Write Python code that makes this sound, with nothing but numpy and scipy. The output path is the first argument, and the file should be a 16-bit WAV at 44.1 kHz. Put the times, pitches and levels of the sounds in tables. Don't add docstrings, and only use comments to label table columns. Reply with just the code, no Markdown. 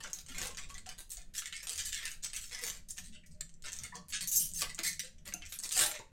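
import sys
import numpy as np
from scipy import signal
from scipy.fft import rfft, irfft
from scipy.io import wavfile
from scipy.ndimage import uniform_filter1d

SR = 44100
rng = np.random.default_rng(int(sys.argv[2]) if len(sys.argv) > 2 else 0)


def dump(signal):
    limited = np.clip(np.atleast_2d(signal).T, -1, 1)
    pcm = np.round(limited * 32767).astype(np.int16)
    wavfile.write(sys.argv[1], SR, pcm)


N = 269878
TIME_S = np.arange(N) / SR


def undb(db):
    return 10 ** (np.asarray(db) / 20)


def unit(x):
    return x / np.sqrt(np.mean(x ** 2) + 1e-18)


def add(track, start_s, x):
    i = max(int(start_s * SR), 0)
    track[i:i + len(x)] += x[:max(N - i, 0)]


def wander(n, rate_hz):
    position = np.arange(n) * rate_hz / SR
    count = int(position[-1]) + 2
    return np.interp(position, np.arange(count), rng.standard_normal(count))


def colour(x, points, size=512):
    hz, db = np.transpose(points)
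    bins_hz = np.arange(size // 2 + 1) * SR / size
    log_gain = np.log(undb(np.interp(np.log(bins_hz + 1), np.log(hz), db)))
    cepstrum = irfft(log_gain)
    cepstrum[1:size // 2] *= 2
    cepstrum[size // 2 + 1:] = 0
    return signal.fftconvolve(x, irfft(np.exp(rfft(cepstrum))))


# (frequency [Hz], relative density [dB per Hz])
RUMBLE_SPECTRUM = [(15, 5.5), (33, -1), (50, -21), (78, -6), (110, -23), (170, -18.5), (280, -32),
                   (600, -36.5), (950, -50), (2000, -43.5), (6000, -57.5), (12000, -56.5), (16000, -71)]
# (frequency [Hz], relative level [dB], wavering rate [Hz])
HUM_PARTIALS = [(75.4, -79, 27), (152.4, -75, 36), (171, -72.5, 49), (216.6, -77, 60), (346, -91.5, 33),
                (603, -89.5, 30)]
# (time [s], hum gain [dB], relative rumble level [dB])
BACKGROUND_SWELL = [(0, 1, -50), (.8, -1.5, -52.5), (1.2, -10.5, -51), (2.3, -13, -53), (2.9, 2.5, -55),
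                    (3.8, 2.5, -54), (4.3, 8.5, -54.5), (4.7, 7, -54.5), (5.2, 0, -55), (5.6, -1.5, -53),
                    (6.1, -25, -56.5)]


def background():
    s, *columns = np.transpose(BACKGROUND_SWELL)
    hum_db, rumble_db = (np.interp(TIME_S, s, c) for c in columns)
    rumble = unit(colour(rng.standard_normal(N), RUMBLE_SPECTRUM, size=8192)[:N])
    rumble *= undb(3.6 * wander(N, rate_hz=7.7))
    hum = np.zeros(N)
    for hz, level_db, sway_hz in HUM_PARTIALS:
        sway = wander(N, sway_hz) + 1j * wander(N, sway_hz)
        partial = unit(np.real(sway * np.exp(2j * np.pi * hz * TIME_S)))
        hum += undb(level_db + 5.7 * wander(N, rate_hz=20)) * partial
    return undb(rumble_db) * rumble + undb(hum_db) * hum


def ranges_db(level_db, tilt_db, body_db, air_db):
    mid_db, treble_db = level_db - tilt_db / 2, level_db + tilt_db / 2
    return [mid_db + body_db, mid_db, treble_db, treble_db + air_db]


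# (lower edge [Hz], upper edge [Hz])
FILM_RANGES = [(400, 888), (1750, 2200), (6300, 8800), (10400, 12400)]


def film(x, levels_db, ring_hz, ring_db, ripple_db, ring_width=0.18, bass_db=-7, count=96):
    hz, db = np.ravel(FILM_RANGES), np.repeat(levels_db, 2)
    hz, db = np.r_[120, hz, 16500], np.r_[db[0] + bass_db, db, db[-1] - 11]
    grid_hz = np.geomspace(100, SR / 2, count)
    main_db = ring_db * np.exp(-(np.log(grid_hz / ring_hz) / ring_width) ** 2)
    peaks = undb(main_db + ripple_db * rng.standard_normal(count))
    peaks /= np.sqrt(uniform_filter1d(peaks ** 2, size=15))
    base_db = np.interp(np.log(grid_hz), np.log(hz), db)
    return colour(x, np.c_[grid_hz, base_db + 20 * np.log10(peaks)])


FLEX_S, FLEX_OCTAVES = 0.022, 0.087


def flexing_film(x, levels_db, ring_hz, ring_db, ripple_db):
    out, hop = np.zeros(len(x) + 511), FLEX_S * SR
    for k, drift in enumerate(rng.standard_normal(int(len(x) / hop) + 2)):
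        share = np.maximum(1 - np.abs(np.arange(len(x)) / hop - k), 0)
        bent_hz = ring_hz * 2 ** (FLEX_OCTAVES * drift)
        out += film(x * share, levels_db, bent_hz, ring_db, ripple_db)
    return out


def stroke(start_s, swell_s, ease_s, onset_db, release_db, fade_s=0.01):
    marks_s = start_s - fade_s / 4 + np.cumsum([0, fade_s / 4, swell_s, ease_s, fade_s])
    t = np.arange(marks_s[0], marks_s[-1], 1 / SR)
    return t, undb(np.interp(t, marks_s, [-30, onset_db, 0, release_db, -30]))


def slips(n, rate_hz, spread_db, hiss):
    sizes = undb(spread_db * np.minimum(rng.exponential(size=n), 3.5)) * rng.choice([-1, 1], n)
    releases = sizes * (rng.random(n) < rate_hz / SR)
    return unit(unit(releases) + hiss * rng.standard_normal(n))


CRINKLES_PER_S, CRINKLE_SPREAD_DB, CRINKLE_DB = 250, 3.5, 1.5


def crinkles(n, count=64):
    gap, size = rng.random((count, 2)).T
    at = (np.cumsum(0.25 + 1.5 * gap) * SR / CRINKLES_PER_S).astype(int)
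    pulses = undb(-CRINKLE_SPREAD_DB * np.log(1 - 0.95 * size)) * rng.choice([-1, 1], count)
    inside = at < n
    out = np.zeros(n)
    out[at[inside]] = pulses[inside]
    return unit(out)


# (start [s], length without fades [s], part building pressure [0-1],
# relative level [dB], treble over mids [dB], lows over mids [dB], top octave over treble [dB],
# mean sheet resonance [Hz], looseness [0-1])
FILM_RUBS = [(0, 0.011, 0.03, -41, -3, -2, -10, 3360, 0.15),
             (0.026, 0.014, 0.61, -44.5, 6, -7, -18, 6300, 0.7),
             (0.042, 0.035, 0.05, -40.5, -9, -5, -15, 1700, 0.2),
             (0.099, 0.0093, 0.2, -46.5, 5, 1, -10, 7500, 0.7),
             (0.13, 0.083, 0, -48, 5.5, -4.5, -4.5, 3780, 0.8),
             (0.28, 0.069, 0.15, -44, -5, -10.5, -9.5, 1800, 0.5),
             (0.346, 0.061, 0.77, -37, -3.5, -8.5, -12, 2260, 0.24),
             (0.402, 0.079, 0.37, -36, -2, -4, -6, 1190, 0.45),
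             (0.49, 0.029, 0, -47.5, -7, 2, -16, 2870, 0.6),
             (0.581, 0.066, 0.07, -42, -3.5, -14, -18, 2340, 0.8),
             (0.69, 0.023, 0.2, -44.5, 1, -4, -10, 1100, 0.66),
             (0.742, 0.053, 0.1, -49, -0.5, -16, -15, 2120, 0.8),
             (0.861, 0.067, 0.7, -44.5, -5, -10, -26, 3380, 0.55),
             (0.98, 0.031, 0.2, -43.5, 7, -1.5, -5, 3380, 0.66),
             (1.095, 0.048, 0.38, -49.5, 11, -9, 3.5, 7910, 0.93),
             (1.162, 0.063, 0.3, -52.5, -4, -15, -14, 4150, 0.6),
             (1.341, 0.063, 0.9, -39, 3, -23, -3.5, 1600, 0.76),
             (1.44, 0.05, 0.5, -43, -11, -24, -11, 2250, 0.65),
             (1.526, 0.088, 0.2, -40.5, -4.5, -35, -17, 2430, 0.6),
             (1.628, 0.028, 0.35, -42.5, 2, -8, -5, 12500, 0.63),
             (1.672, 0.11, 0.17, -41, 5, -10, -7.5, 2480, 0.9),
             (1.783, 0.038, 0.3, -32.5, 3.5, -21, -14, 3150, 0.64),
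             (1.85, 0.042, 0.05, -34, 9, -22, -8, 7250, 0.15),
             (1.923, 0.07, 0, -34, -4, -39, -13, 3330, 0.7),
             (1.977, 0.11, 0.9, -38.5, -11, -23, -6, 1920, 0.8),
             (2.086, 0.06, 0.3, -45, -7, -19, -2, 1480, 0.7),
             (2.227, 0.039, 0.5, -38, 11.5, -7.5, -18, 6600, 0.73),
             (2.335, 0.06, 0.6, -37.5, -2, -22.5, -6.5, 2406, 0.49),
             (2.409, 0.081, 0.06, -46.5, 10.5, -23, -8, 7646, 0.3),
             (2.511, 0.098, 0.13, -38, -5, -14, -11, 2040, 0.66),
             (2.613, 0.081, 0.6, -37, 2.5, -6.5, -1.5, 2070, 0.57),
             (2.716, 0.071, 0.2, -49, -4.5, -8.5, -6, 4900, 0.9),
             (2.888, 0.029, 0.9, -47, 17.5, -10, -4, 5670, 0.5),
             (2.966, 0.037, 0.54, -44.5, 2, -10.5, -6, 3076, 0.9),
             (3.038, 0.053, 0.3, -50, 6.5, -41, -13, 7950, 0.8),
             (3.126, 0.036, 0.75, -49, -1, -46, -30, 2830, 0.4),
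             (3.235, 0.022, 0, -66.5, -37, -42, -20, 2150, 0),
             (3.261, 0.011, 0.5, -60, 19, -23, -7, 6030, 0.4),
             (3.31, 0.029, 0.2, -64, 19, -21, -18, 4900, 0.9),
             (3.639, 0.06, 0.12, -39, -7, -12.5, -14, 1230, 0.67),
             (3.718, 0.12, 0.05, -47, -1, -8.5, -9, 6608, 0.7),
             (3.834, 0.032, 0.46, -40, -4.5, -14.5, -10, 2020, 0.6),
             (3.944, 0.032, 0.4, -42.5, 3, 0, -25, 4700, 0.3),
             (4.085, 0.029, 0.27, -49.5, 11, -5, 4, 7000, 0.44),
             (4.123, 0.048, 0.37, -28, -2.5, -29, -25, 1520, 0.44),
             (4.208, 0.034, 0.26, -33.5, 8.5, -17, -11.5, 4490, 0.43),
             (4.546, 0.051, 0.56, -41, 19.5, -28.5, -4, 6500, 0.15),
             (4.586, 0.046, 0.2, -35.5, 12, -20, -7, 4750, 0.15),
             (4.622, 0.035, 0.05, -38, -18.5, -8.5, 1, 1190, 0.5),
             (4.693, 0.02, 0.54, -39, -2, -13, -16, 4340, 0.7),
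             (4.78, 0.03, 0.6, -38.5, -14, -12.5, -9, 2510, 0.26),
             (5, 0.0083, 0.24, -32.5, 0, -51, -24, 4400, 0.4),
             (5.033, 0.049, 0, -46.5, -0.5, -18.5, -16, 4740, 0.9),
             (5.182, 0.008, 0.03, -52.5, 1, -37, -34, 7173, 0.4),
             (5.254, 0.042, 0.8, -42.5, -6.5, -9, -1, 1240, 0.34),
             (5.417, 0.057, 0, -48.5, -16, -27, -18, 2470, 0.9),
             (5.454, 0.012, 0.34, -43.5, 10, -22, -18, 7000, 0.8),
             (5.486, 0.029, 0.52, -51.5, 11.5, -22, 0, 12500, 0.2),
             (5.522, 0.039, 0.1, -41, 0.5, -16.5, 2.5, 1470, 0.45),
             (5.626, 0.051, 0.17, -41.5, 8.5, -2, -5, 7765, 0.53),
             (5.718, 0.063, 0.6, -30.5, 8, -13, -8, 2980, 0.44),
             (5.765, 0.083, 0.5, -25, 1, -5.5, -2.5, 8150, 0.5),
             (5.848, 0.061, 0.2, -38, -3, -4, 6, 790, 0.6),
             (5.933, 0.04, 0.3, -38, -7, -14, -31, 2060, 0.58),
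             (5.987, 0.026, 0.25, -49.5, -9, 9, -12, 940, 0.45)]


def rubs():
    out = np.zeros(N)
    for start_s, length_s, swell, level_db, tilt_db, body_db, air_db, ring_hz, loose in FILM_RUBS:
        swell_s, ease_s = swell * length_s, (1 - swell) * length_s
        t, pressure = stroke(start_s, swell_s, ease_s, onset_db=-6.0, release_db=-6.0, fade_s=0.018)
        n = len(t)
        scrape = slips(n, rate_hz=1100, spread_db=1.5, hiss=0.86) * undb(2.6 * wander(n, rate_hz=193.0))
        grains = np.sqrt(1 - loose) * unit(scrape) + np.sqrt(loose) * undb(CRINKLE_DB) * crinkles(n)
        levels_db = ranges_db(level_db, tilt_db, body_db, air_db)
        add(out, t[0], flexing_film(pressure * grains, levels_db, ring_hz, ring_db=8.0, ripple_db=6.8))
    return out * undb(-1.0)


SNAP_AIR_DB, EASY_DB, AIR_DB_PER_DB = -18, -38, 0.57


def buckle(rows, decay_s=0.0016, chatter=0.17, before_db=-11, after_db=-5, lag_s=0.0011, size=256):
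    out, t = np.zeros(N), np.arange(size) / SR - lag_s
    rub_start_s, _, _, _, _, rub_body_db, *_ = np.transpose(FILM_RUBS)
    for time_s, level_db, tilt_db, ring_hz in rows:
        crack = chatter * rng.standard_normal(size) * np.exp(-np.abs(t) / decay_s)
        early, late, force = rng.uniform(0.4, 1.3, 3)
        at = np.searchsorted(t, [-early * lag_s, 0, late * lag_s])
        crack[at] += [undb(before_db), 1, force * undb(after_db)]
        air_db = SNAP_AIR_DB + AIR_DB_PER_DB * (level_db + tilt_db / 2 - EASY_DB)
        body_db = np.interp(time_s, rub_start_s, rub_body_db)
        levels_db = ranges_db(level_db, tilt_db, body_db, air_db)
        snap = film(unit(crack), levels_db, ring_hz, ring_db=9.5, ripple_db=3.5, ring_width=0.24)
        add(out, time_s - lag_s, snap)
    return out * undb(-3.5)


# (time [s], relative level [dB], treble over mids [dB], ring [Hz])
FILM_SNAPS = [(.0385, -37.5, 6, 6200), (.0741, -46, 10, 7000), (.1323, -38, 22, 6300),
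              (.141, -58, 14, 7000), (.1884, -41, 8, 5600), (.2639, -47, 8, 7060), (.2865, -47, 16, 6450),
              (.3839, -31.5, 9.5, 7160), (.405, -37, -3, 5000), (.4164, -31.5, 3, 6370),
              (.43, -33, 5, 4160), (.471, -35.5, 15, 8300), (.511, -46.5, 9, 7000), (.548, -42.5, 2, 6200),
              (.5723, -36, 6, 6080), (.5805, -36.5, -1, 5200), (.5875, -36.5, -2, 6500),
              (.7019, -42, -3, 5800), (.7435, -43, 11, 5900), (.781, -39.5, 5, 7600), (.8652, -41, 6, 6000),
              (.8915, -35, 9.5, 5560), (1.005, -45.5, 3, 7500), (1.1052, -49, 28, 8000),
              (1.1178, -44.5, 29, 7660), (1.122, -48, 20, 8000), (1.1345, -49, 16, 8000),
              (1.1483, -47, 10, 7350), (1.1703, -42.5, 13.5, 7700), (1.181, -52, 8, 6970),
              (1.218, -53, 10, 7000), (1.3526, -36, -7, 7000), (1.3675, -42, 15, 6800),
              (1.3817, -29.5, 5.5, 7260), (1.3902, -36, 8, 6800), (1.4005, -46, 3, 5000),
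              (1.4217, -35.5, -14, 1400), (1.458, -33, 0, 6960), (1.472, -38.5, 10, 7445),
              (1.5263, -30.5, -13, 3140), (1.5335, -41.5, -23, 2500), (1.566, -37.5, 3, 6800),
              (1.6312, -39, 8, 6630), (1.671, -31.5, 2, 3460), (1.683, -39, 3, 8200),
              (1.695, -33, 16, 9350), (1.7315, -40, 19, 6500), (1.7595, -36, 9, 11500),
              (1.779, -35, 14, 6600), (1.7845, -35, 6, 5630), (1.7925, -39, 13, 6500),
              (1.801, -36, 2, 6040), (1.8383, -41, 6, 7000), (1.8915, -44, 11, 7200), (1.929, -31, 1, 7900),
              (1.9459, -33.5, 8, 7000), (1.9595, -42, 2, 9000), (2.005, -44, 3, 6500),
              (2.029, -37, -6, 3000), (2.055, -28.5, 1, 7460), (2.0675, -35, -3, 5960),
              (2.0785, -35, 5, 8000), (2.1165, -42.5, 17, 6960), (2.1429, -54, 8, 7500),
              (2.2375, -42, 19, 6800), (2.246, -36, 15, 6300), (2.2595, -37.5, 0, 7200),
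              (2.3015, -44, 0, 6950), (2.3335, -33, -2, 2019), (2.3471, -45, 8, 7000),
              (2.3638, -36.5, 16, 7400), (2.4415, -39.5, 7, 7800), (2.4965, -46, 12, 6960),
              (2.5483, -35, 3, 5790), (2.5895, -42, 12, 7600), (2.638, -30, 5, 1950),
              (2.6765, -33, 2, 7600), (2.7003, -32, 5, 7300), (2.7501, -46, 8, 7500),
              (2.772, -51, 14, 7500), (2.9078, -44.5, 27, 8100), (2.9739, -45, 8, 7040),
              (2.9805, -36, 0, 3100), (2.9855, -35.5, 1, 7140), (3.098, -65, 8, 8000),
              (3.238, -64, 1, 7260), (3.265, -58, 12, 5800), (3.315, -65, 12, 4900), (3.348, -65, 13, 4970),
              (3.4175, -42.5, -10, 3670), (3.494, -51, 6.5, 7500), (3.541, -64.5, 30, 7100),
              (3.6233, -49.5, 17, 7090), (3.6615, -41.5, 13, 6500), (3.6695, -36.5, -12, 5500),
              (3.6845, -38, 4, 6500), (3.7208, -42, 15, 6800), (3.7313, -42, 24, 6200),
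              (3.7652, -44.5, 17, 6700), (3.7886, -40.5, 17, 6690), (3.8363, -40.5, 19, 7760),
              (3.9557, -45, 19, 6960), (4.0888, -63, 24, 9000), (4.1055, -46.5, 7, 7000),
              (4.2091, -31.5, 4, 7510), (4.275, -39.5, 21, 7000), (4.4905, -48, 23, 7000),
              (4.5157, -48, 18, 8000), (4.5371, -50, 37, 7150), (4.6196, -22, 2.5, 1230),
              (4.627, -31, -2, 1500), (4.747, -48.5, 29, 6840), (4.7906, -25.5, -2.5, 7200),
              (4.9309, -36, 2, 7640), (4.995, -26.5, 5, 5630), (5.0035, -33, 3, 4505),
              (5.0345, -47, 5, 7220), (5.0475, -42, 3, 7400), (5.2564, -49, 13, 8000),
              (5.2785, -42, 10, 8470), (5.3249, -38, -11, 2756), (5.4222, -40, -12, 2800),
              (5.524, -34.5, 0, 6870), (5.5892, -44.5, 31, 8300), (5.6005, -40.5, 15, 7500),
              (5.6367, -37.5, 18, 5497), (5.6455, -37, 12, 7000), (5.6545, -35.5, 4, 7800),
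              (5.6921, -36.5, 18, 7674), (5.7105, -33, 4, 3470), (5.7245, -32, 13.5, 7050),
              (5.7769, -26.5, 13, 7500), (5.7929, -21.5, 8, 7070), (5.8114, -23, 7, 8770),
              (5.8205, -25.5, 9, 8000), (5.8297, -26.5, 6, 7400), (5.8386, -21.5, 5, 8690),
              (5.863, -29.5, 12, 8350), (5.9148, -31.5, 2, 7900), (5.9531, -38.5, 1, 7000),
              (5.992, -46, 8, 6860)]


def snaps():
    return buckle(FILM_SNAPS)


# (time [s], mean ring [Hz], level [dB], t60 [s])
KNOCK_MODES = [(.044, 1466, -38.5, 0.097), (.296, 258, -48.5, 0.17), (.45, 827, -43, 0.084),
               (0.591, 1127, -47, .06), (.698, 1102, -46, 0.11), (.75, 786, -57, 0.058),
               (.752, 1933, -40.5, .04), (.841, 77.6, -50, .22), (.866, 770, -41.5, 0.061),
               (.892, 2140, -52, 0.029), (1.166, 44.3, -33, 0.14), (1.175, 703, -51.5, 0.067),
               (1.7, 470, -51, 0.054), (1.758, 650, -54, 0.049), (1.852, 63.6, -45, 0.19),
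               (2.621, 463, -46, 0.14), (3.09, 166, -49, 0.2), (3.155, 3025, -47.5, 0.1),
               (3.15, 1538, -58.5, 0.074), (3.642, 1443, -46, .11), (3.8, 75, -45, .2),
               (3.81, 129.6, -45, 0.16), (2.64, 80, -50, .25), (0.331, 170, -50, 0.16),
               (0.931, 168, -53, .15), (4.68, 160, -48, .18), (3.922, 1925, -35, 0.035),
               (3.924, 1001, -42.5, 0.11), (3.935, 1118, -49.5, 0.26), (3.955, 472, -54, 0.13),
               (4.62, 594, -43, 0.055), (4.62, 1163, -35.5, .08), (4.791, 215, -39.5, 0.053),
               (4.79, 355, -34.5, 0.052), (4.79, 684, -40, 0.05), (5.034, 515.3, -50.5, 0.11),
               (5.281, 203, -45.5, 0.098), (5.275, 580, -49, 0.078), (5.339, 705.5, -47.5, 0.15),
               (5.339, 307, -42.5, 0.071), (5.339, 173, -46, 0.17), (5.338, 1390, -50, 0.078),
               (5.339, 2750, -45.5, 0.12), (5.762, 790, -37, 0.066), (5.795, 564, -40, 0.07),
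               (5.828, 615, -35.5, 0.067), (5.848, 824, -39, 0.14), (5.8, 354, -40, .1),
               (5.915, 612, -45.5, 0.14), (5.945, 590.3, -48, 0.13), (5.95, 2030, -42, 0.056),
               (5.957, 2555, -44, 0.054)]


def knocks(push_s=0.0035, push_cycles=1.25, waver=0.071):
    out, t = np.zeros(N), np.arange(SR // 4) / SR
    for time_s, hz, level_db, t60_s in KNOCK_MODES:
        cycles = hz * np.cumsum(1 + waver * wander(len(t), rate_hz=710)) / SR
        build = 1 - np.exp(-t / (push_s + push_cycles / hz))
        add(out, time_s, undb(level_db - 60 * t / t60_s) * np.sin(2 * np.pi * cycles) * build)
    return out


# (time [s], relative level [dB], treble over mids [dB], ring [Hz])
CARD_FLICKS = [(3.4085, -38, -1, 3700), (3.4099, -34, 14, 7860), (4.6099, -29, 8, 7800),
               (5.339, -34, 21.5, 6700)]


def flicks():
    return buckle(CARD_FLICKS)


# (start [s], swell [s], ease-off [s], level [dB],
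# treble over mids [dB], top octave over treble [dB])
CARD_SLIDES = [(4.273, 0.017, 0.016, -44, 25, 1), (4.315, 0.044, 0.012, -37.5, 19.5, 1.5),
               (4.357, 0.017, .022, -40, 38, -0.5), (4.396, 0.0046, 0.076, -38, 19, -0.5),
               (4.833, 0.033, 0.043, -30, 4, -6)]
# (time [s], slips per second [Hz])
STICK_SLIP_RATE = [(4.274, 5910), (4.295, 7460), (4.316, 7420), (4.331, 5770), (4.352, 7650), (4.362, 6340),
                   (4.392, 6380), (4.397, 3126), (4.47, 2960), (4.83, 2390), (4.858, 1600), (4.872, 2154),
                   (4.905, 2020)]
SLIDE_BODY_DB = -18


def slides(harmonics=5):
    out = np.zeros(N)
    for start_s, swell_s, ease_s, level_db, tilt_db, air_db in CARD_SLIDES:
        t, pressure = stroke(start_s, swell_s, ease_s, onset_db=-3.5, release_db=-12.0)
        n = len(t)
        jitter = 0.0462 * wander(n, rate_hz=200) + 0.0694 * wander(n, rate_hz=4100)
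        hz = np.interp(t, *np.transpose(STICK_SLIP_RATE)) * (1 + jitter)
        phase = 2 * np.pi * np.cumsum(hz) / SR
        squeak = unit(sum(np.sin(k * phase) * (k * hz < SR / 2) for k in range(1, harmonics + 1)))
        rough = 0.54 * squeak + rng.standard_normal(n)
        friction = unit(rough * undb(2.3 * wander(n, rate_hz=250.0)))
        levels_db = ranges_db(level_db, tilt_db, SLIDE_BODY_DB, air_db)
        add(out, t[0], flexing_film(pressure * friction, levels_db, hz.mean(), ring_db=8.5, ripple_db=4.5))
    return out


ROOM_T60_S, ROOM_TOP_T60_S = 0.27, 0.2


def room(x, tail_db, early_db, gap_s=0.0035, early_s=0.0093, split_hz=7500):
    t = np.arange(SR // 2) / SR
    low_pass = signal.butter(2, split_hz, fs=SR, output="sos")
    high_pass = signal.butter(2, split_hz, "high", fs=SR, output="sos")
    low = signal.sosfilt(low_pass, rng.standard_normal(len(t)))
    high = signal.sosfilt(high_pass, rng.standard_normal(len(t)))
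    tail = low * undb(-60 * t / ROOM_T60_S) + high * undb(-60 * t / ROOM_TOP_T60_S)
    early = slips(len(t), rate_hz=2500, spread_db=9.5, hiss=0.21) * np.exp(-t / early_s)
    response = (undb(tail_db) * unit(tail) + undb(early_db) * unit(early)) / np.sqrt(len(t))
    out = np.zeros(N)
    add(out, gap_s, signal.fftconvolve(x, response))
    return out


def scene():
    friction = rubs() + knocks() + slides()
    hits, edge = snaps(), flicks()
    echo = room(friction, tail_db=-3.5, early_db=-10.0)
    echo += room(hits, tail_db=-5.0, early_db=-4.0)
    echo += room(edge, tail_db=-8.5, early_db=-8.0)
    mono = background() + friction + hits + edge + echo
    return np.array([mono, mono])


TOP_HZ = 16000


def record(dry):
    return signal.sosfilt(signal.ellip(10, 0.2, 70, TOP_HZ, fs=SR, output="sos"), dry)


dry = scene()
out = record(dry)
dump(out)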